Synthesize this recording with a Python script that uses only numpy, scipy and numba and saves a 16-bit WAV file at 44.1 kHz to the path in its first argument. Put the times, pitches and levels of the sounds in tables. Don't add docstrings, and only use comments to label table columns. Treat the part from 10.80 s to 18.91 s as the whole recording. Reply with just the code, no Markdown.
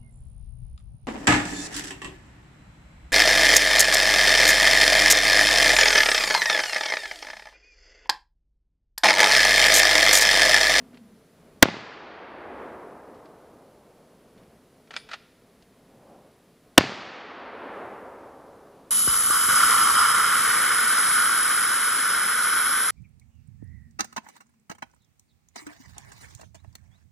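import sys
import numpy as np
from scipy import signal
from scipy.fft import rfft, irfft
from scipy.io import wavfile
from numba import njit

SR = 44100
rng = np.random.default_rng(int(sys.argv[2]) if len(sys.argv) > 2 else 0)


def digitize_waveform(pressure):
    field = np.atleast_2d(pressure).T
    bounded = np.clip(field, -1, 1)
    quanta = np.round(bounded * 32767).astype(np.int16)
    wavfile.write(sys.argv[1], SR, quanta)


N = 357542
T = np.arange(N) / SR


def undb(db):
    return 10 ** (np.asarray(db) / 20)


def unit(x):
    return x / np.sqrt(np.mean(x ** 2))


def at_pitch(hz, rows, axis=1):
    rows = np.array(rows)
    return np.interp(np.log(hz + 1e-9), np.log(rows[:, 0]), rows[:, axis])


def noise(spectrum):
    frequencies = np.fft.rfftfreq(N, 1 / SR)
    white = rfft(rng.standard_normal(N))
    return unit(irfft(white * undb(at_pitch(frequencies, spectrum)), N))


def filt(x, hz, kind, order=2):
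    edges = np.clip(hz, 1, .49 * SR)
    return signal.sosfilt(signal.butter(order, edges, kind, fs=SR, output="sos"), x)


def resonate(x, hz, width):
    return signal.lfilter(*signal.iirpeak(hz, hz / width, fs=SR), x)


def walk(rate):
    count = N // SR * 100
    return unit(np.interp(T * rate, np.arange(count), rng.standard_normal(count)))


def held(t, hold, release):
    return np.exp(-np.maximum(t - hold, 0) / release)


def add(out, s, x):
    i = int(s * SR)
    out[i:i + len(x)] += x[:N - i]


def rumble(level_db=-58.5, swell_width_s=0.19, drift_rate=15, drift_db=1.1):
    # f/Hz, relative level/dB
    colour = [(20, -15), (50, -7), (100, -6.5), (160, -0.5), (255, -0.5), (320, -6.5), (440, -2.5),
              (570, -9), (660, -6.5), (800, -14.5), (1100, -16), (2000, -24), (5000, -49)]
    # t/s, rise/dB
    swells = [(0, 5), (.72, 3.5), (3.68, 3), (5.22, 2)]
    swell = sum(db * np.exp(-((T - s) / swell_width_s) ** 2) for s, db in swells)
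    return noise(colour) * undb(level_db + swell + drift_db * walk(drift_rate))


def moan(level_db=-52.5, blur_rate=50, direct=0.63, scatter=.9):
    start_hz, sink_hz, sinks_s, glide_s = 250, 42.2, 0.218, 0.054
    ends_s, release_s = 0.34, 0.035
    pitch = start_hz - sink_hz * (1 + np.tanh((T - sinks_s) / glide_s)) / 2
    phase = 2 * np.pi * np.cumsum(pitch) / SR
    paths = walk(blur_rate) * np.sin(phase) + walk(blur_rate) * np.cos(phase)
    return (direct * np.sin(phase) + scatter * paths) * undb(level_db) * held(T, ends_s, release_s)


def electronics(hiss_db=-67.5, whine_hz=10519, whine_db=-81):
    # f/Hz, relative level/dB
    colour = [(100, -2.5), (2000, 3), (4600, -0.5), (6500, -4), (10000, -4.5), (15000, -9.5)]
    whine = np.sqrt(2) * np.sin(2 * np.pi * whine_hz * T)
    return undb(hiss_db) * noise(colour) + undb(whine_db) * whine


def handling_ticks():
    # t/s, initial level/dB, decay time/s, pitch inside the band f/Hz
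    ticks = [(.015, -52, .002, 1500), (.130, -59, .02, 1500), (.144, -56, .012, 2600),
             (.1726, -48.5, .005, 2400), (2.345, -64, .025, 3000), (2.4564, -56, .007, 2800),
             (3.575, -65, .03, 2800), (3.633, -61, .006, 2200), (4.824, -55, .005, 3600)]
    out, t = np.zeros(N), T[:SR // 4]
    for s, db, decay, hz in ticks:
        band = unit(filt(rng.standard_normal(len(t)), [hz * 0.47, hz * 1.5], "bandpass"))
        add(out, s, undb(db) * band * np.exp(-t / decay))
    return out


def rifle():
    # t/s, blast level before overload/dB, blast length/s, ground bounce lag/s, bounce length/s,
    # gas roar relative to blast/dB, echo and boom offset/dB, echo tilt/(dB per octave)
    shots = [(0.8262, 50.5, .0006, 0.0029, 0.0014, -2, -1.5, -0.66),
             (5.9789, 53, .0005, .0028, 0.0018, -7, -0.3, 0.3)]
    # lag
    # t/s, level before filtering/dB, pulse length/s
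    slaps = [(.0071, 35, .0009), (0.03, 23, .0016), (0.06, 17.5, .0018), (.116, 7.5, 0.002),
             (.142, 6.5, 0.0016)]
    lead_s, lead_db, lead_decay_s = 0.0027, -16, .0035
    boom_db, boom_decay_s, boom_band_hz = -4, .075, [105, 230]
    out, t, long = np.zeros(N), T[:SR // 10], T[:SR]
    for s, db, length, lag, bounce_length, gas_db, echo_db, tilt_db in shots:
        knock = unit(filt(rng.standard_normal(len(t)), [200, 1800], "bandpass"))
        add(out, s - lead_s, undb(lead_db) * knock * np.exp(-t / lead_decay_s))
        add(out, s, blast(db, length, lag, bounce_length, gas_db))
        add(out, s, undb(echo_db) * wood(tilt_db))
        boom = unit(filt(rng.standard_normal(len(long)), boom_band_hz, "bandpass", order=3))
        add(out, s, undb(echo_db + boom_db) * boom * np.exp(-long / boom_decay_s))
        for slap_lag, slap_db, slap_length in slaps:
            add(out, s + slap_lag, undb(slap_db) * slap(slap_length))
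    return out


def shock(t, length):
    u = np.maximum(t, 0) / length
    return (t >= 0) * (1 - u) * np.exp(-u)


def blast(db, length, lag, bounce_length, gas_db, bounce=0.31, overload_db=34, drive_db=8):
    gas_decay_s, gas_hz = .0015, 2700
    dip_hz, dip_width_hz = 90, 55
    t = T[:SR // 10]
    gas = unit(filt(rng.standard_normal(len(t)), gas_hz, "lowpass")) * np.exp(-t / gas_decay_s)
    waves = shock(t, length) + bounce * shock(t - lag, bounce_length)
    pressure = undb(db) * (waves + undb(gas_db) * gas)
    squared = undb(overload_db) * np.tanh(pressure * undb(drive_db - overload_db))
    sagging = filt(squared, 175, "highpass")
    return sagging - resonate(sagging, dip_hz, dip_width_hz)


def slap(length, scatter_db=-15, scatter_decay_s=0.0041, scatter_hz=1500):
    t = T[:SR // 10]
    scatter = unit(filt(rng.standard_normal(len(t)), scatter_hz, "lowpass", order=1))
    reflected = shock(t, length) + undb(scatter_db) * scatter * np.exp(-t / scatter_decay_s)
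    return filt(filt(reflected, 200, "highpass", order=3), 3200, "lowpass", order=4)


def wood(tilt_db, grain_db=0.5, merge_s=0.42, build_s=0.0009):
    # f/Hz, relative level/dB, loss/(dB per s)
    scattering = [(40, -72.5, 7.5), (80, -58.5, 6.5), (142.1, -54, 12.5), (247.7, -41.5, 9.5),
                  (463, -37, 7), (1110, -33, 12), (1860, -30, 20), (3470, -31, 33.5), (4600, -32, 43.5),
                  (6420, -39, 50.5), (8900, -53, 72), (15000, -67.5, 120)]
    echo_db, near_trees_s, spread_db = 29, 0.039, 20
    t = T[:4 * SR]
    grains = rng.standard_normal(len(t) // 32 + 1).repeat(32)[:len(t)]
    spread = np.log(undb(grain_db)) * np.exp(-t / merge_s)
    scatter = rfft(rng.standard_normal(len(t)) * np.exp(spread * grains - spread ** 2))
    octave = np.log2(np.fft.rfftfreq(len(t), 1 / SR) + 1)
    out = 0
    for hz in 31 * 2 ** (np.arange(37) / 4):
        share = np.maximum(0, 1 - 4 * np.abs(octave - np.log2(hz)))
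        band = irfft(scatter * share) * np.sqrt(SR / (hz * np.log(2)))
        loss = at_pitch(hz, scattering, axis=2) * t
        out = out + band * undb(at_pitch(hz, scattering) - loss + tilt_db * np.log2(hz / 500))
    distance_db = echo_db - spread_db * np.log10(1 + t / near_trees_s)
    return out * (1 - np.exp(-t / build_s)) * undb(distance_db)


def bolt():
    # t/s, level before filtering/dB, decay time/s, brightness/(dB per octave), rebound relative level/dB
    knocks = [(4.073, -56, .006, -1, -10), (4.1072, -38, 0.0089, -4, -10), (4.133, -45, .008, 4, 7),
              (4.1643, -22, 0.0028, 7, -8.5), (4.200, -51, .004, 15, -10), (4.289, -41, 0.0085, -2, -12),
              (4.3135, -35, 0.0043, -1.5, -7.5), (4.333, -31, .0075, 2, -1)]
    # t/s, hold length/s, level before filtering/dB
    strokes = [(4.148, 0.022, -41), (4.301, 0.04, -43)]
    rebound_s, rebound_dull_db = .0058, 4
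    rattle_db, rattle_decay_s, rattle_bright_db = -21, .016, 8
    attack_s, release_s, scrape_tilt_db = 0.018, 0.0089, -0.8
    out, t = np.zeros(N), T[:SR // 4]
    for s, db, decay, tilt_db, rebound_db in knocks:
        strike = np.exp(-t / decay)
        rattle = np.exp(-t / rattle_decay_s)
        add(out, s, undb(db) * steel(strike, tilt_db))
        add(out, s + rebound_s, undb(db + rebound_db) * steel(strike, tilt_db - rebound_dull_db))
        add(out, s + rebound_s, undb(db + rattle_db) * steel(rattle, tilt_db + rattle_bright_db))
    for s, length, db in strokes:
        friction = np.minimum(t / attack_s, 1) * held(t, length, release_s)
        add(out, s, undb(db) * steel(friction, scrape_tilt_db))
    return filt(filt(out, 260, "highpass"), 8600, "lowpass", order=4)


def steel(force, tilt_db, grit_db=1.5, crack_db=-7):
    # f/Hz, width/Hz, relative level/dB
    modes = [(410, 160, -9), (810, 320, 8), (1152, 320, -11), (1344, 225, 17.5), (1960, 290, 13.5),
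             (2400, 370, 12.5), (3370, 250, 9), (3760, 280, 4.5), (4400, 380, 1.5), (5010, 200, 3),
             (6600, 1300, -17.5), (9250, 1400, -19.5)]
    impacts = rng.standard_normal(len(force)) * undb(grit_db * rng.standard_normal(len(force)))
    steady, burst = 0, 0
    for k, (hz, width, mode_db) in enumerate(modes):
        gain = (-1) ** k * undb(mode_db + tilt_db * np.log2(hz / 2500))
        steady = steady + gain * resonate(impacts, hz, width)
        burst = burst + gain * resonate(impacts * force, hz, width)
    crack = unit(filt(rng.standard_normal(len(force)), [500, 4200], "bandpass")) * force
    return burst / np.std(steady) + undb(crack_db) * crack


def tree_echo(sound, echo_db=-20.5, t60_s=.78):
    t = T[:SR]
    echo = filt(rng.standard_normal(SR), [1400, 6500], "bandpass") * undb(-60 * t / t60_s)
    return undb(echo_db) * signal.fftconvolve(sound, echo / np.linalg.norm(echo))[:N]


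def steel_ping(start_s=4.165):
    # f/Hz, initial level/dB, time to fall 60 dB t/s
    partials = [(9694, -55, .25), (9703, -58, .25)]
    out, t = np.zeros(N), T[:SR // 4]
    for k, (hz, db, t60) in enumerate(partials):
        decay = np.exp(-np.log(1000) * t / t60)
        add(out, start_s, (-1) ** k * undb(db) * decay * np.sin(2 * np.pi * hz * t))
    return out


def distant_roll(peak_s=5.32, peak_db=-51.5, rise_db_per_s=61, fall_db_per_s=55):
    # f/Hz, relative level/dB
    colour = [(100, -23.5), (300, -8), (390, -2.5), (470, -6.5), (540, 1), (640, -6.5), (760, -5.5),
              (1200, -16), (1800, -28), (4000, -54)]
    since = T - peak_s
    return noise(colour) * undb(peak_db + np.minimum(rise_db_per_s * since, -fall_db_per_s * since))


@njit
def follow(x, attack, release):
    out, e = np.empty(len(x)), 0.
    for i in range(len(x)):
        if x[i] > e:
            e = e + attack * (x[i] - e)
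        else:
            e = e * release
        out[i] = e
    return out


def scene(channel_hiss_db=-75, port_hz=4550, port_width_hz=450, port_db=-7):
    far = rumble() + moan() + distant_roll()
    handling = handling_ticks() + bolt()
    air = far + rifle() + handling + tree_echo(handling) + steel_ping()
    mono = air + undb(port_db) * resonate(air, port_hz, port_width_hz) + electronics()
    return mono + undb(channel_hiss_db) * filt(rng.standard_normal((2, N)), 1500, "highpass")


def record(dry, ceiling=1.223, attack_s=0.00088, recover_db_per_s=31.5, top_hz=15350):
    attack = 1 - np.exp(-1 / (attack_s * SR))
    release = float(undb(-recover_db_per_s / SR))
    envelope = follow(np.abs(dry[0]), attack, release)
    gain = ceiling / np.maximum(envelope / 1.173, ceiling)
    clipped = np.clip(dry * gain, -1, 1)
    return signal.sosfilt(signal.ellip(8, .2, 70, top_hz, fs=SR, output="sos"), clipped)


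dry = scene()
out = record(dry)
digitize_waveform(out)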